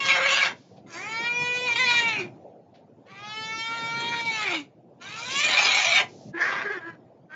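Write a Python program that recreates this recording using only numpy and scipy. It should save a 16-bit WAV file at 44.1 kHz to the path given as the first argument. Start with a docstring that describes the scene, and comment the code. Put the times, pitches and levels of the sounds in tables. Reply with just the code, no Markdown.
"""Front garden at night, heard from a hard-walled porch through a narrow-band microphone.
Two cats face off: the near one yowls in long arches that break into hoarse screams, the other
answers lower and duller. Vocal folds make overtones and air puffs, throat and mouth colour them,
and the two lowest tones sound through the chest. Faint murmurs, ticks, hisses and a spit sit over
a low background rumble, and the porch adds a short echo to the cats."""
import sys
import numpy as np
from scipy import signal
from scipy.io import wavfile
from scipy.ndimage import uniform_filter1d, map_coordinates

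SR = 44100
rng = np.random.default_rng(int(sys.argv[2]) if len(sys.argv) > 2 else 0)


def to_wav(s):
    """Save 16-bit WAV."""
    ch = np.atleast_2d(s).T  # columns
    pcm = np.round(np.clip(ch, -1, 1) * 32767)  # PCM
    wavfile.write(sys.argv[1], SR, pcm.astype(np.int16))


N = 324135

# near cat, one list per call: (time [s], effort [dB], pitch [Hz], mouth opening [0-1])
NEAR_CALLS = [
    [(0.0, -21, 554, 1), (0.06, -21, 538.4, 0.77), (0.105, -17.5, 555.3, 0.9), (0.2, -25, 517.3, 0.47),
     (0.29, -21.5, 542, 0.56), (0.376, -21.5, 556, 0.9), (0.46, -20.5, 534.7, 0.83), (0.54, -49, 573, 0.5)],
    [(0.86, -61.5, 344, 0.6), (0.954, -38, 333.7, 0.48), (1.08, -36, 436.2, 0.8), (1.268, -27.5, 476, 0.85),
     (1.36, -30, 483.4, 0.61), (1.658, -28, 498.5, 0.51), (1.71, -23, 474.4, 0.86),
     (1.754, -32.5, 463, 0.95), (1.76, -19, 465.4, 1), (1.783, -26.5, 480, 0.67),
     (1.797, -21.5, 512.2, 0.68), (1.845, -21.5, 506.7, 0.61), (1.865, -24.5, 487, 0.63),
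     (1.904, -21.5, 482, 0.97), (1.964, -21.5, 476.6, 0.82), (2.076, -25.5, 457.8, 0.61),
     (2.152, -29, 422, 0.8), (2.21, -31, 380.6, 0.4), (2.33, -77.5, 326.5, 0)],
    [(3.05, -70.5, 351, .6), (3.098, -50.5, 379, 0.97), (3.262, -41, 421, 1), (3.384, -35.5, 437, 0.58),
     (3.544, -34, 445.2, 0.85), (3.766, -33.5, 462.5, 0.66), (3.82, -35, 455.8, 0.62),
     (4.126, -26, 470.4, 0.78), (4.214, -27, 464.3, 0.67), (4.238, -37, 459.3, 0.7), (4.268, -29, 460, 0.7),
     (4.344, -29, 442.2, 0.72), (4.432, -28.5, 423.3, 0.8), (4.46, -29, 400.4, 0.48),
     (4.49, -28.5, 360, 0.65), (4.55, -27, 329, 0.52), (4.606, -43, 285, 0.09), (4.68, -83.5, 256, 0)],
    [(4.99, -83, 340, 0.5), (5.016, -44.5, 348.4, 1), (5.084, -40.5, 405, 0.97), (5.186, -36.5, 451, 0.6),
     (5.354, -21, 549.6, 0.97), (5.44, -18, 601.7, 0.82), (5.5, -21, 605.6, 0.7), (5.61, -19, 599.4, 0.9),
     (5.908, -21.5, 616.4, 0.83), (5.984, -16, 604, 0.96), (6.02, -26.5, 602.4, 0.9),
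     (6.08, -55, 618, 0.58)],
]
# other cat, one list per call: (time [s], effort [dB], pitch [Hz], mouth opening [0-1])
OTHER_CALLS = [
    [(6.325, -69, 327, 0.27), (6.345, -38.5, 331.4, 0.11), (6.418, -23, 351.8, 0.74),
     (6.516, -28, 400, 0.97), (6.62, -32.5, 394.7, 0.91), (6.66, -31, 405.7, 0.29),
     (6.69, -33.5, 406.4, 0.42), (6.71, -29.5, 404.7, 0.31), (6.735, -33.5, 404.7, 0.54),
     (6.776, -37.5, 342, 0.26), (6.8, -44, 338, 0.77)],
    [(6.8, -48, 334, 0.74), (6.83, -41.5, 323.4, 0.66), (6.876, -39.5, 339.5, 0.18), (6.9, -37, 335, 0.46),
     (6.92, -52, 319, 0.75), (6.96, -58, 308, 0.21)],
    [(7.27, -106, 305, 0.33), (7.302, -50, 305, 0.96), (7.35, -37.5, 319, 0.53)],
]
# second harmonic with clear folds, per near call: (level re effort [dB])
NEAR_SECOND_DB = [-10.5, -12, -9, -12.5]
# state of the vocal folds: (time [s], hoarseness [0-1])
HOARSENESS = [(0, .45), (.05, .45), (.09, .8), (.18, .75), (.33, .75), (.43, .8), (.52, .95), (.88, .7),
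              (1.06, .35), (1.2, .08), (1.45, .04), (1.64, .03), (1.69, .45), (1.76, .25), (1.8, .18),
              (2.0, .22), (2.1, .3), (2.16, .55), (2.21, .8), (3.1, .6), (3.27, .05), (3.36, .006),
              (3.62, .004), (3.72, .18), (3.87, .15), (3.95, .1), (4.05, .22), (4.22, .2), (4.3, .45),
              (4.36, .35), (4.45, .45), (4.5, .85), (5.02, .55), (5.42, .55), (5.52, .9), (6.0, .9),
              (6.35, .65), (6.45, .88), (6.7, .75), (6.79, .7), (6.84, .45), (6.9, .45), (6.94, .8),
              (7.35, .45)]
# mouth and porch colour, near cat: (frequency [Hz], gain [dB])
NEAR_COLOUR = [(150, -21.5), (450, -10), (900, -6.5), (1400, -10), (1900, -12.5), (2350, -10.5),
               (2750, -9.5), (3400, -12), (4100, -15), (4800, -17.5), (6400, -19), (7400, -22)]
# mouth and porch colour, other cat: (frequency [Hz], gain [dB])
OTHER_COLOUR = [(150, -21), (350, 5), (550, 2), (1000, 0), (1350, 0), (2000, 1), (2600, -3.5), (3800, -11),
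                (7400, -31)]
# brightness of the voices: (time [s], tilt [dB/octave])
VOICE_TILT = [(0, 7.5), (.2, -1), (.42, 2), (.54, -7.5), (.9, 1), (1.27, -2), (1.65, 5.5), (1.9, 3.5),
              (2.2, 1), (2.33, -4), (3.1, -1), (3.4, -4), (4.1, 8), (4.5, 0.5), (4.68, 0), (5.02, -0.5),
              (5.4, 6.5), (5.55, 0), (5.98, 3), (6.1, -18), (6.3, -2), (7.35, 4.5)]
# main throat resonance: (time [s], centre [Hz], gain [dB])
THROAT_RING = [(0, 2630, 11), (.06, 2640, -1.5), (.1, 2440, 14), (.17, 2250, 9), (.26, 2130, 13),
               (.31, 2670, 7), (0.4, 2870, 8.5), (0.449, 2020, 5), (1.0, 2260, 12.5), (1.3, 2440, 13.5),
               (1.5, 2450, 13.5), (1.701, 2400, 9.5), (1.77, 2340, 11.5), (1.82, 2059, 15),
               (1.9, 2420, 14.5), (2.051, 2350, 9), (2.201, 2397, 14), (3.07, 2040, 10.5), (3.2, 2480, 9),
               (3.3, 2310, 0), (3.4, 2267, 5.5), (3.9, 2340, 3), (4.17, 2330, 12.5), (4.3, 2250, 12),
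               (4.421, 2170, 1), (4.479, 2250, 15.5), (4.56, 2304, 17.5), (4.621, 2279, 7.5),
               (5.35, 2627, 0.5), (5.45, 2387, 11.5), (5.501, 2200, 13.5), (5.6, 2430, 13.5),
               (5.72, 2310, 7.5), (5.85, 2300, 9), (5.96, 2240, 20), (6.02, 2170, 9), (6.1, 2195, -1),
               (6.3, 1650, 12), (6.41, 1670, 13), (6.49, 1676, 13.5), (6.6, 1620, 3.5), (6.71, 1694, 17.5),
               (6.78, 1685, 11), (6.88, 1680, 22.5), (6.939, 1670, 0.5), (7.3, 1560, 12)]
# upper throat: (time [s], upper ring gain [dB], hollow gain [dB], treble shelf gain [dB])
UPPER_THROAT = [(0, -3, 1, -6), (0.499, 1, -7.5, -2.5), (0.999, 0.5, -6, 5.5), (1.4, -1.5, -6, -1),
                (1.7, 3, -10.5, -6.5), (1.8, 12, -9.5, 1), (1.951, 8, -7.5, -2.5), (2.2, 0, 8.5, -4.5),
                (3.199, 8, -2, 1), (3.6, 1.5, -5, 2.5), (3.9, -1, -16, -7.5), (4.0, -6, -18, -14.5),
                (4.15, -6, -22, -16), (4.251, 16, -8, 3), (4.35, 7, 2, -2), (5.301, 6, -3.5, 2.5),
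                (5.6, 7.5, -3.5, 2), (6.0, 3.5, 0.5, -3.5), (6.3, -6.5, -4, -1.5)]
# tone under the loudest scream: (time [s], pitch [Hz], level [dB])
MOAN_TONE = [(5.5, 753.5, -36), (5.595, 829, -45), (5.906, 698, -35), (6.043, 747, -39.5),
             (6.079, 740, -78.5)]
# murmurs, ticks, hisses and a spit: (time [s], level [dB], centre [Hz], width [Hz], T60 [s])
FAINT_NOISES = [(0.761, -55.5, 3520, 3000, 0.15), (2.44, -42.5, 594, 253, 0.4),
                (2.53, -45.5, 565, 242, 0.42), (2.738, -55.5, 2445, 3500, 0.21),
                (6.249, -32.5, 168.5, 79.2, 0.23), (0.549, -63, 4680, 3060, 1.3),
                (6.072, -60, 5350, 2580, 4), (6.397, -41, 5000, 1820, 0.77)]
# background rumble: (frequency [Hz], relative density [dB])
RUMBLE_SPECTRUM = [(24, -61), (40, -24), (65, -18.5), (110, -6), (173, -13.5), (252, -12.5), (300, -35),
                   (373, -6), (399, -17), (705, -19), (1250, -41.5), (7500, -58), (9750, -91),
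                   (16500, -120)]
# rumble, louder during the calls and quieter between them: (time [s], level [dB])
RUMBLE_LEVEL = [(0, -43), (.63, -52.5), (1.41, -44.5), (2.17, -41.5), (2.6, -54.5), (3.05, -53.5),
                (4.131, -42.5), (4.83, -56.5), (5.4, -45), (5.7, -48.5), (6.0, -47.5), (6.899, -50.5),
                (7.35, -57)]


def cat_call(rows, colour, second_db, ring_width_hz):
    """Folds drive the throat, hoarseness trades overtones for rasp. Returns (start [s], sound)."""
    start_s = rows[0][0]
    t = np.arange(start_s, rows[-1][0], 1 / SR)
    effort_db, pitch_hz, opening = curves(rows, t)
    hoarse, = curves(HOARSENESS, t)
    first_gain, second_gain = chest_gains(opening, hoarse, second_db)
    jitter = (.0015 + .065 * hoarse ** 3) * wander(len(t), 120)  # hoarse folds lose the beat
    cycles = np.cumsum(pitch_hz * (1 + jitter)) / SR
    tones = np.sqrt(1 - hoarse) * fold_overtones(pitch_hz, cycles, hoarse)
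    noise = np.sqrt(hoarse) * gain_of(3) * rasp(pitch_hz, cycles)
    voice = throat(tones + noise, t, pitch_hz, hoarse, colour, ring_width_hz)
    chest = first_gain * np.cos(2 * np.pi * cycles) + second_gain * np.cos(4 * np.pi * cycles)
    fade = signal.windows.tukey(len(t), min(1, 600 / len(t)))
    return start_s, gain_of(effort_db) * (voice + np.sqrt(2) * chest) * fade


def fold_overtones(pitch_hz, cycles, hoarse):
    """Harmonics 3-23 of the folds; hoarseness drowns the high ones first."""
    tones = np.zeros(len(cycles))
    for k in range(3, 24):
        waver_db = (2.2 + .12 * k) * wander(len(cycles), 16)
        rolloff_db = max(k - 5, 0) * (7 * hoarse + .5)
        harmonic = np.cos(2 * np.pi * (k * cycles + rng.random()))
        tones += gain_of(waver_db - rolloff_db) * (k * pitch_hz < 9000) * harmonic
    alternation = 1 + .5 * hoarse * np.cos(np.pi * cycles)  # every other pulse weaker: subharmonics
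    return unit_rms(levelled(tones) * alternation)


def rasp(pitch_hz, cycles, delay_pulses=3, feedback=.7, steps_per_pulse=80):
    """Pulsed noise with a pitch-following comb: a gritty, metallic rasp."""
    n = len(cycles)
    steps = np.cumsum(pitch_hz) / SR * steps_per_pulse
    comb = np.r_[1, np.zeros(delay_pulses * steps_per_pulse - 1), -feedback]
    combed = signal.lfilter([1], comb, rng.standard_normal(int(steps[-1]) + 2))
    pulses = .12 + np.exp(-(cycles % 1) / .039)
    puffs = pulses * gain_of(wander(n, 110)) * map_coordinates(combed, [steps], order=3)
    flicker_db = 3 * patches(n, frames=30, bins=2)
    bass_db, bass_hz = -13, 503
    puffs = coloured(puffs, lambda hz, s: flicker_db[:, :s.size] + bass_db / (1 + (hz / bass_hz) ** 4))
    return unit_rms(puffs)


def throat(drive, t, pitch_hz, hoarse, colour, ring_width_hz):
    """Throat and mouth resonances; a clear voice tunes the main ring to the nearest overtone."""
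    free_hz, ring_db = curves(THROAT_RING, t)
    tuned_hz = uniform_filter1d(pitch_hz * np.round(free_hz / pitch_hz), size=1500)
    ring_hz = hoarse * free_hz + (1 - hoarse) * tuned_hz
    tilt_db_per_octave, = curves(VOICE_TILT, t)
    upper_db, hollow_db, shelf_db = curves(UPPER_THROAT, t)
    movement_db = 3 * patches(len(t), frames=14, bins=3)  # head turns, jaw shifts

    def shape_db(hz, frame_s):
        def framed(curve):
            return np.interp(t[0] + frame_s, t, curve)

        return (spectrum_db(colour, hz)
                + movement_db[:, :frame_s.size] * np.sqrt((hz + 500) / 3000)
                + framed(tilt_db_per_octave) * np.log2((hz + 100) / 2400)
                + framed(ring_db) * bell(hz, framed(ring_hz), ring_width_hz)
                + framed(upper_db) * bell(hz, centre_hz=3900, width_hz=500)
                + framed(hollow_db) * bell(hz, centre_hz=2800, width_hz=180)
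                + framed(shelf_db) * (1 + np.tanh((hz - 4480) / 120)) / 2)

    return levelled(coloured(drive, shape_db))


def chest_gains(opening, hoarse, second_db, shut_db=10.5, open_db=-35):
    """Two lowest tones, re effort: an open mouth weakens the first, hoarseness the second."""
    levels_db = shut_db + (open_db - shut_db) * opening, second_db - 11.5 * hoarse ** 2
    waver_db = 2.5 * np.sqrt(hoarse)
    return [gain_of(db + waver_db * wander(len(hoarse), 11)) for db in levels_db]


def moan():
    """One unsteady tone. Returns (start [s], sound)."""
    start_s = MOAN_TONE[0][0]
    t = np.arange(start_s, MOAN_TONE[-1][0], 1 / SR)
    pitch_hz, level_db = curves(MOAN_TONE, t)
    cycles = np.cumsum(pitch_hz * (1 + .035 * wander(len(t), 50))) / SR
    tone = np.sqrt(2) * np.cos(2 * np.pi * cycles)
    return start_s, gain_of(level_db) * tone * signal.windows.tukey(len(t), .1)


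def faint_noises(attack_s=.019, release_s=.023):
    """Short faint murmurs, ticks, hisses and a spit: decaying band noise."""
    mix = np.zeros(N)
    t = np.arange(SR // 4) / SR
    fade = np.minimum(t / attack_s, 1) * np.minimum((t[-1] - t) / release_s, 1)
    for start_s, level_db, centre_hz, width_hz, t60_s in FAINT_NOISES:
        noise = rng.standard_normal(len(t))
        puff = coloured(noise, lambda hz, s: -12 * np.minimum(((hz - centre_hz) / width_hz) ** 2, 6))
        add(mix, start_s, unit_rms(puff) * gain_of(level_db - 60 * t / t60_s) * fade)
    return mix


def background_rumble():
    """Low patchy noise, louder during the calls and quieter between them."""
    flicker_db = 3.4 * patches(N, frames=12, bins=3)
    noise = rng.standard_normal(N)
    rumble = coloured(noise, lambda hz, s: spectrum_db(RUMBLE_SPECTRUM, hz) + flicker_db[:, :s.size])
    level_db, = curves(RUMBLE_LEVEL, np.arange(N) / SR)
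    return unit_rms(rumble) * gain_of(level_db)


def porch_echo(x, echo_db=-8, porch_t60_s=.16, street_re_porch_db=-48, street_t60_s=1):
    """Sparse reflections: quick decay off the porch walls, faint slow one off houses opposite."""
    taps = np.zeros(SR)
    slots = np.arange(200, len(taps) - 20, 20)
    walls = gain_of(-60 * slots / SR / porch_t60_s)
    houses = gain_of(street_re_porch_db - 60 * slots / SR / street_t60_s)
    signs = rng.choice([-1., 1.], len(slots))
    taps[slots + rng.integers(0, 20, len(slots))] = signs * (walls + houses)
    return gain_of(echo_db) * signal.fftconvolve(x, taps / np.linalg.norm(taps))[:N]


def gain_of(db):
    return 10 ** (np.asarray(db) / 20)


def unit_rms(x):
    return x / np.sqrt(np.mean(x ** 2) + 1e-20)


def levelled(x):
    """Holds the running rms near 1."""
    return x / np.sqrt(uniform_filter1d(x ** 2, size=3000) + 1e-12)


def bell(hz, centre_hz, width_hz):
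    return 1 / (1 + ((hz - centre_hz) / width_hz) ** 2)


def curves(table, t):
    """Value columns interpolated at times t."""
    time_s, *columns = np.transpose(table)
    return [np.interp(t, time_s, column) for column in columns]


def spectrum_db(table, hz):
    """Level interpolated along log frequency."""
    points_hz, db = np.transpose(table)
    return np.interp(np.log(hz + 1), np.log(points_hz + 1), db)


def add(mix, start_s, sound):
    part = mix[round(start_s * SR):][:len(sound)]
    part += sound[:len(part)]


def wander(n, rate_hz):
    """Smooth random curve, rms near 1."""
    steps = rng.standard_normal(int(n * rate_hz / SR) + 3)
    return map_coordinates(steps, [np.arange(n) * rate_hz / SR], order=3)


def patches(n, frames, bins):
    """Smooth random field over (frequency, time), rms 1."""
    field = rng.standard_normal((n // 128 + 9, 257))
    field = uniform_filter1d(field, size=frames, axis=0)
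    return unit_rms(uniform_filter1d(field, size=bins, axis=1)).T


def coloured(x, shape_db):
    """Filters x by shape_db(frequency [Hz], time [s])."""
    hz, frame_s, spectra = signal.stft(x, SR, nperseg=512, noverlap=384)
    shaped = spectra * gain_of(shape_db(hz[:, None], frame_s[None]))
    return signal.istft(shaped, SR, nperseg=512, noverlap=384)[1][:len(x)]


def scene():
    """Both cats and their echo over rumble and faint noises, mono."""
    cats = np.zeros(N)
    for rows, second_db in zip(NEAR_CALLS, NEAR_SECOND_DB):
        add(cats, *cat_call(rows, NEAR_COLOUR, second_db, ring_width_hz=200))
    for rows in OTHER_CALLS:
        add(cats, *cat_call(rows, OTHER_COLOUR, second_db=-18, ring_width_hz=85))
    add(cats, *moan())
    return (cats + porch_echo(cats) + background_rumble() + faint_noises())[None]


def record(dry, low_cut_hz=102, treble_cut_hz=7400, leak_db=-25, band_limit_hz=8920):
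    """Narrow microphone: bass cut, steep treble cut with a slight leak, band limit."""
    low_cut = signal.sosfilt(signal.butter(8, low_cut_hz, "high", fs=SR, output="sos"), dry)
    treble_fir = signal.firwin(401, treble_cut_hz, window=("kaiser", 7), fs=SR)
    limit_fir = signal.firwin(511, band_limit_hz, window=("kaiser", 9), fs=SR)
    leaky = signal.oaconvolve(low_cut, treble_fir[None], "same") + gain_of(leak_db) * low_cut
    return signal.oaconvolve(leaky, limit_fir[None], "same")


dry = scene()
out = record(dry)
to_wav(out)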